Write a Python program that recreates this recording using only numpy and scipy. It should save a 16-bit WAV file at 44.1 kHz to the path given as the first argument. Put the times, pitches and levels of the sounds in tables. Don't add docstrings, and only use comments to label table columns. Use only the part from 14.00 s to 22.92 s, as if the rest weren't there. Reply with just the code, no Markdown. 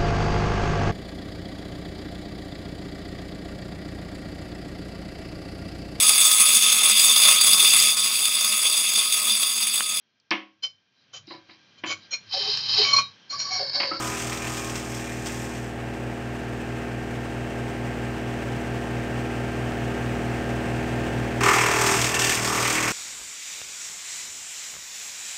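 import sys
import numpy as np
from scipy import signal
from scipy.fft import rfft, irfft
from scipy.io import wavfile

SR = 44100
rng = np.random.default_rng(int(sys.argv[2]) if len(sys.argv) > 2 else 0)


def file_out(sig):
    cols = np.atleast_2d(sig).T
    lim = np.clip(cols, -1, 1)
    pcm = np.round(lim * 32767).astype(np.int16)
    wavfile.write(sys.argv[1], SR, pcm)


N = 393372
TIME = np.arange(N) / SR

# time_s, turns_per_s
DISC_SPEED = [(0, 40.05), (2, 40.065), (7.42, 40.065), (7.58, 39.65), (8.05, 39.33), (8.5, 39.45),
              (8.92, 39.4)]
# time_s, level_db
DRONE_LEVEL = [(0, -6.5), (2, -3), (7.48, 2.5), (7.56, -2.5), (7.98, 2.5), (8.1, 0), (8.92, -4.5)]
# multiple_of_cycle_rate, level_db
ENGINE_TONES = [(3, -37.5), (4, -66), (5, -53.5), (6, -37.5), (7, -47.5), (11, -51.5), (21, -54), (27, -70),
                (28, -55), (33, -42), (34, -50), (35, -49), (36, -51.5), (52, -54.5), (61, -55.5),
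                (66, -54), (76, -47), (81, -63), (82, -52), (87, -48.5)]
# pitch_hz, level_db
KNOCK_SPECTRUM = [(150, -8.5), (400, -3.5), (750, 0.5), (1000, -6.5), (1350, -7), (1620, -2.5),
                  (2000, -5.5), (2700, -7), (3600, -18), (8000, -25.5), (15000, -36)]
# multiple_of_disc_speed, level_db
FAN_TONES = [(2, -55), (3, -32), (4, -44.5), (5, -41), (6, -33), (7, -44.5), (8, -36.5), (9, -42.5),
             (10, -37.5), (12, -42.5), (13, -48.5), (14, -45), (16, -66), (18, -63), (20, -44.5),
             (22, -47.5)]
# pitch_hz, level_db
AIR_SPECTRUM = [(20, -33), (45, -16), (70, -0.5), (140, -0.5), (350, -1), (470, -3), (580, 1), (830, -7),
                (1100, -8), (2700, -9.5), (3900, -23), (8400, -23), (9700, -34.5), (15500, -37)]
# time_s, load_db
OLD_BRANCH_LOAD = [(0.0, -36.5), (0.19, -41.5), (0.778, -46), (0.802, -52), (0.922, -50), (0.93, -51),
                   (1.242, -52.5), (1.6, -56.5)]
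NEW_BRANCH_LOAD = [(7.43, -30), (7.462, -25), (7.648, -22), (7.972, -27), (7.986, -29), (8.136, -30.5),
                   (8.143, -30), (8.354, -31), (8.596, -28.5), (8.874, -27), (8.92, -30)]
# pitch_hz, level_db
CHOP_SPECTRUM = [(30, -66), (100, -44), (190, -17.5), (330, -11), (395, -4.5), (480, -8), (680, -9.5),
                 (880, -7), (1020, 0), (1150, -3), (1400, -3), (1700, -8), (2400, -22), (5000, -54)]
# pitch_hz, level_db
CHIP_SPECTRUM = [(500, -38), (1400, -10), (1850, 4.5), (2200, 5.5), (2650, 4.5), (3100, -13), (4200, -6.5),
                 (9000, -39)]
# pitch_hz, level_db
SHRED_SPECTRUM = [(1500, -14), (3300, 0.5), (4200, -6.5), (5200, 1), (7200, 1), (8500, 0), (9800, -14.5),
                  (11300, -15.5), (12800, -10.5), (15500, -20.5)]
# start_s, length_s, level_db
THROW_LULLS = [(8.1, 0.039, -1), (8.165, .022, -5), (8.335, 0.16, -0.5), (8.5, 0.14, -1),
               (8.765, 0.11, -0.5)]
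# multiple_of_disc_speed, old_branch_db, new_branch_db
HOUSING_TONES = [(10, -48, -0.5), (13, -32, -18), (16, -21, -15), (18, -15, -16), (19, -25, -14),
                 (20, -16, -6.5), (22, -15, -4.5), (24, -20, -19), (25, -7, -4), (26.2, -13, -2.5),
                 (27, -6, -23), (28, -25, -14), (29, -19, -7), (30, -28, -17), (31, -3, -13.5),
                 (33, -5, -13), (34, -29, -9.5), (38, -19, -11), (45, -23, -10)]
# multiple_of_disc_speed, old_branch_db, new_branch_db
FRAME_TONES = [(3, -70, -42.5), (4, -74, -51.5), (5, -66, -46), (7, -70, -50), (8, -35, -43.5),
               (9, -47, -45), (10, -83, -62), (11, -72, -41.5), (12, -79, -44), (13, -78, -50)]
# pitch_hz, width_hz, old_branch_db, new_branch_db
CHUTE_MODES = [(1790, 70, 1, 1), (2270, 41, -8, -8), (2410, 19, -5, -19), (2490, 30, -10, -14),
               (2693, 45, -17, -2), (2707, 41, -16, -8)]
# start_s, length_s, boost_db
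CHIP_VOLLEYS = [(0.093, 0.088, 5.5), (0.41, 0.075, 10), (0.56, 0.1, 5), (0.984, .16, 6.5), (8.086, .032, 8),
                (8.135, 0.2, 13)]
# start_s, level_db
STICK_SNAPS = [(.074, -37), (.171, -41), (.197, -33), (.27, -36), (.297, -34), (.328, -34), (.372, -34),
               (.422, -37), (.471, -33.5), (.497, -41), (.571, -34), (.671, -40), (.697, -36), (.755, -30),
               (.778, -39), (.797, -40), (.947, -48), (1.259, -31.5), (1.27, -39), (1.283, -55),
               (1.303, -46), (1.344, -40), (1.42, -48), (1.55, -44), (7.407, -30.5), (7.434, -25),
               (7.484, -25), (7.534, -29), (7.812, -25), (7.865, -24), (8.016, -22), (8.043, -24),
               (8.143, -28), (8.192, -21), (8.22, -29), (8.242, -22.5), (8.268, -31), (8.294, -22),
               (8.446, -25), (8.623, -29), (8.649, -29), (8.674, -33), (8.7, -28), (8.727, -28)]
# pitch_hz, level_db
SNAP_SPECTRUM = [(200, -8), (1200, 1), (2400, 7), (3200, 8), (4200, 2.5), (5500, 7.5), (8500, 5.5),
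                 (9900, -11.5), (15500, -10)]
# time_s, level_db
WOOD_BINDING = [(7.41, 1), (7.47, 9), (7.56, 1), (7.75, 0.5), (7.82, 6.5), (7.96, -0.5), (8.01, -21),
                (8.2, -2.5), (8.38, -5.5), (8.58, 0.5), (8.74, -9), (8.88, -18)]
# start_s, length_s, level_db, low_hz, high_hz, high_over_low_db
STEM_KNOCKS = [(7.425, 0.026, -25.5, 1130, 2260, 0), (7.46, 0.098, -21.5, 1260, 1900, 0.5),
               (7.559, 0.072, -24, 1100, 2080, 5), (7.632, 0.14, -28, 1080, 2170, 4),
               (7.803, 0.163, -32, 1120, 1850, -1), (8.473, 0.25, -32, 1140, 1800, -20),
               (8.745, 0.16, -34, 1230, 1900, 4)]

OLD, NEW = 0, 1
RUN_OUT_S, RUN_OUT_FADE_S = 1.764, 0.25
BITE_S = 7.407
CYCLES_PER_TURN, ENGINE_LEAD_CYCLES = .51866, .071
BELT_SLIP = .0036
KNIFE_LAG_TURNS, KNIFE_RISE_TURNS = .05, .025
USUAL_LOAD_DB = -30
CHIP_SLOPE, RING_SLOPE, SHUDDER_SLOPE = 0.55, 0.34, 0.62
SURGE_PEAK_S, SURGE_PERIOD_S = .2, .385
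SHRED_BUILD_S = 0.042
TREBLE_LIMIT_HZ = 15750


def amp(db):
    return 10 ** (np.asarray(db) / 20)


def unit(x):
    return x / np.sqrt(np.mean(x ** 2) + 1e-20)


def curve(rows):
    return np.interp(TIME, *np.transpose(rows))


def ramp(start_s, length_s):
    return np.clip((TIME - start_s) / length_s, 0, 1)


def spells(rows, edge_s):
    return sum(db * (ramp(s, edge_s) - ramp(s + length, edge_s)) for s, length, db in rows)


def drift(hz):
    rolloff = 1 + (np.fft.rfftfreq(N, 1 / SR) / hz) ** 4
    return unit(irfft(rfft(rng.standard_normal(N)) / rolloff, N))


def colour(x, spectrum, size=4096):
    hz, db = np.transpose(spectrum)
    log_hz = np.log(abs(np.fft.fftfreq(size, 1 / SR)) + 1)
    log_gain = np.log(amp(np.interp(log_hz, np.log(hz), db)))
    taps = np.fft.ifft(np.exp(np.conj(signal.hilbert(log_gain)))).real[:size // 2]
    return signal.oaconvolve(x, taps / np.linalg.norm(taps))[:N]


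def resonate(x, hz, width_hz):
    band = signal.butter(2, [hz - width_hz / 2, hz + width_hz / 2], "band", fs=SR, output="sos")
    return unit(signal.sosfilt(band, x))


def rattle(turns, harmonics=90, size=8192):
    cycle = irfft(np.r_[0, np.exp(2j * np.pi * rng.random(harmonics))], size)
    return unit(np.interp(turns % 1, np.arange(size) / size, cycle))


def strokes(turns, decay, rest, rise=0.11):
    phase = turns % 1
    tail = np.exp(-phase / decay) / (1 - np.exp(-1 / decay))
    return unit(rest + tail - np.exp(-phase / rise))


def knife_strokes(turns, decay, rest):
    return strokes(turns - KNIFE_LAG_TURNS, decay, rest, rise=KNIFE_RISE_TURNS)


def bite_sizes(turns, spread_db):
    index = np.floor(turns - np.floor(turns[0])).astype(int)
    return amp(spread_db * rng.standard_normal(N // 100))[index]


def grains(per_s, spread_db):
    size = amp(spread_db * np.minimum(rng.exponential(1, N), 4))
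    return unit(size * rng.standard_normal(N) * (rng.random(N) < per_s / SR))


def tones(turns, orders, waver_db, smear_rad=.2):
    frames = np.arange(0, N, SR // 12)
    out = np.zeros(N)
    for order, db in orders:
        level = np.interp(np.arange(N), frames, amp(db + waver_db * rng.standard_normal(len(frames))))
        phase = 2 * np.pi * round(order) * turns - smear_rad * round(order) ** 2
        out += level * np.cos(phase + .02 * order * rng.standard_normal())
    return out


def tractor(turns):
    cycles = CYCLES_PER_TURN * (turns + BELT_SLIP * np.maximum(turns, 0)) + ENGINE_LEAD_CYCLES
    knock = unit(rattle(cycles, harmonics=300) + 1.52 * rng.standard_normal(N))
    knock *= strokes(3 * cycles, decay=0.23, rest=0.7)
    firing = tones(cycles, ENGINE_TONES[:1], waver_db=0.5, smear_rad=.133)
    firing *= amp(-6 * ramp(start_s=7.3, length_s=.3))
    overtones = tones(cycles, ENGINE_TONES[1:], waver_db=1.5, smear_rad=.133)
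    return firing + overtones + amp(-42.5) * colour(knock, KNOCK_SPECTRUM)


def fan(turns):
    air = rng.standard_normal(N) * strokes(3 * turns, decay=0.93, rest=1.0) * amp(drift(hz=37))
    hum = tones(turns, FAN_TONES, waver_db=0.5)
    hum *= amp(-8 * ramp(BITE_S, length_s=0.27))
    return hum + amp(-37.5) * colour(air, AIR_SPECTRUM)


def cutting(turns, load_db, chop_db, chip_db, shred_db, shred_slope, shred_fill, chop_decay, rest):
    blend = 1.356 * TIME
    cut = np.cos(blend) * rattle(turns) + np.sin(blend) * rattle(turns)
    chop = unit(colour(.5 * cut + .6 * grains(per_s=6000, spread_db=4.1), CHOP_SPECTRUM))
    chop *= strokes(turns - .1, decay=chop_decay, rest=0.46)
    chips = unit(colour(.5 * cut + grains(per_s=7000, spread_db=1.1), CHIP_SPECTRUM))
    chips *= knife_strokes(turns, decay=0.91, rest=rest)
    spray = grains(per_s=10000, spread_db=1.0) * knife_strokes(turns, decay=0.87, rest=rest)
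    shreds = colour(spray, SHRED_SPECTRUM)
    surge = np.cos(2 * np.pi * (TIME - SURGE_PEAK_S) / SURGE_PERIOD_S)
    chips *= amp(chip_db + CHIP_SLOPE * load_db + 0.2 * surge) * bite_sizes(turns, spread_db=2.5)
    shreds *= amp(shred_db + shred_slope * load_db + 1.65 * surge) * bite_sizes(turns, spread_db=1.0)
    thrown = (chips + shred_fill * shreds) * amp(spells(THROW_LULLS, edge_s=.005))
    return amp(chop_db + load_db) * chop + thrown


def housing(turns, branch):
    orders = [(order, db[branch]) for order, *db in HOUSING_TONES]
    song = tones(turns, orders, waver_db=3.5, smear_rad=.134)
    return song * strokes(turns - .1, decay=1.0, rest=0.88)


def frame(turns, branch):
    return tones(turns, [(order, db[branch]) for order, *db in FRAME_TONES], waver_db=3.5)


def chute(turns, branch):
    t = TIME[:SR // 10]
    ring = sum(amp(db[branch]) * np.exp(-np.pi * width_hz * t) * np.sin(2 * np.pi * hz * t)
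               for hz, width_hz, *db in CHUTE_MODES)
    blows = grains(per_s=8300, spread_db=1) + 0.36 * rattle(turns)
    blows *= strokes(turns, decay=0.13, rest=0.038)
    return unit(signal.oaconvolve(blows, ring)[:N]) * amp(spells(CHIP_VOLLEYS, edge_s=0.0072))


def steelwork(turns, load_db, bind_db, branch, song_db, shudder_db, ring_db):
    song = amp(song_db + bind_db) * housing(turns, branch)
    shudder = amp(shudder_db + SHUDDER_SLOPE * load_db) * frame(turns, branch)
    song *= bite_sizes(turns, spread_db=2.0)
    ring = amp(ring_db + RING_SLOPE * load_db) * chute(turns, branch)
    return song + shudder + ring


def trees(x, echo_db, count=14):
    delays_s = rng.uniform(0.0037, .07, count)
    echoes = sum(rng.choice([-1, 1]) * np.exp(-s / 0.09) * np.pad(x, (int(s * SR), 0))[:N]
                 for s in delays_s)
    return x + amp(echo_db) * echoes


def old_branch(turns):
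    load_db = curve(OLD_BRANCH_LOAD) - USUAL_LOAD_DB
    feeding = 1 - ramp(RUN_OUT_S - RUN_OUT_FADE_S, RUN_OUT_FADE_S)
    wood = cutting(turns, load_db, chop_db=-28.0, chip_db=-36.0, shred_db=-31.0,
                   shred_slope=0.57, shred_fill=1, chop_decay=0.95, rest=1.0)
    steel = steelwork(turns, load_db, load_db, OLD, song_db=-30.0, shudder_db=-3.0, ring_db=-43.5)
    return trees(feeding * wood, echo_db=-19) + feeding * steel


def snaps(decay_s):
    level = sum(amp(db) * (TIME >= s) * np.exp(-abs(TIME - s) / decay_s) for s, db in STICK_SNAPS)
    splinters = grains(per_s=12000, spread_db=1.0)
    return colour(level * splinters, SNAP_SPECTRUM)


def new_branch(turns):
    load_db = curve(NEW_BRANCH_LOAD) - USUAL_LOAD_DB
    bind_db = curve(WOOD_BINDING)
    feeding = ramp(BITE_S, length_s=0.0011)
    filled = 1 - np.exp(-np.maximum(TIME - BITE_S, 0) / SHRED_BUILD_S)
    wood = cutting(turns, load_db, chop_db=-32.5, chip_db=-31.5, shred_db=-28.0,
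                   shred_slope=0.031, shred_fill=filled, chop_decay=0.39, rest=0.51)
    steel = steelwork(turns, load_db, bind_db, NEW, song_db=-33.5, shudder_db=-0.5, ring_db=-42.0)
    return trees(feeding * wood, echo_db=-20) + feeding * steel


def stems(turns, edge_s=.004):
    blows = rattle(turns) + .7 * grains(per_s=7000, spread_db=1.5)
    blows *= knife_strokes(turns, decay=.3, rest=0.17)
    out = np.zeros(N)
    for start_s, length_s, db, low_hz, high_hz, high_db in STEM_KNOCKS:
        low = resonate(blows, low_hz, width_hz=330)
        high = amp(high_db) * resonate(blows, high_hz, width_hz=700)
        under_knife = ramp(start_s, edge_s) - ramp(start_s + length_s, edge_s)
        out += amp(db) * unit(low + high) * under_knife
    return out


def scene():
    turns_per_s = curve(DISC_SPEED) * (1 + 0.00037 * drift(hz=4.3))
    turns = np.cumsum(turns_per_s) / SR
    turns -= np.interp(BITE_S, TIME, turns)
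    wood = old_branch(turns) + new_branch(turns) + stems(turns) + snaps(decay_s=0.018)
    drone = amp(curve(DRONE_LEVEL)) * (tractor(turns) + fan(turns))
    return (drone + wood)[None]


def record(dry):
    rounded = dry / (1 + (dry / .5) ** 4) ** (1 / 4)
    lowpass = signal.firwin(511, TREBLE_LIMIT_HZ, window=("kaiser", 9), fs=SR)
    return signal.oaconvolve(rounded, lowpass[None], "same")


dry = scene()
out = record(dry)
file_out(out)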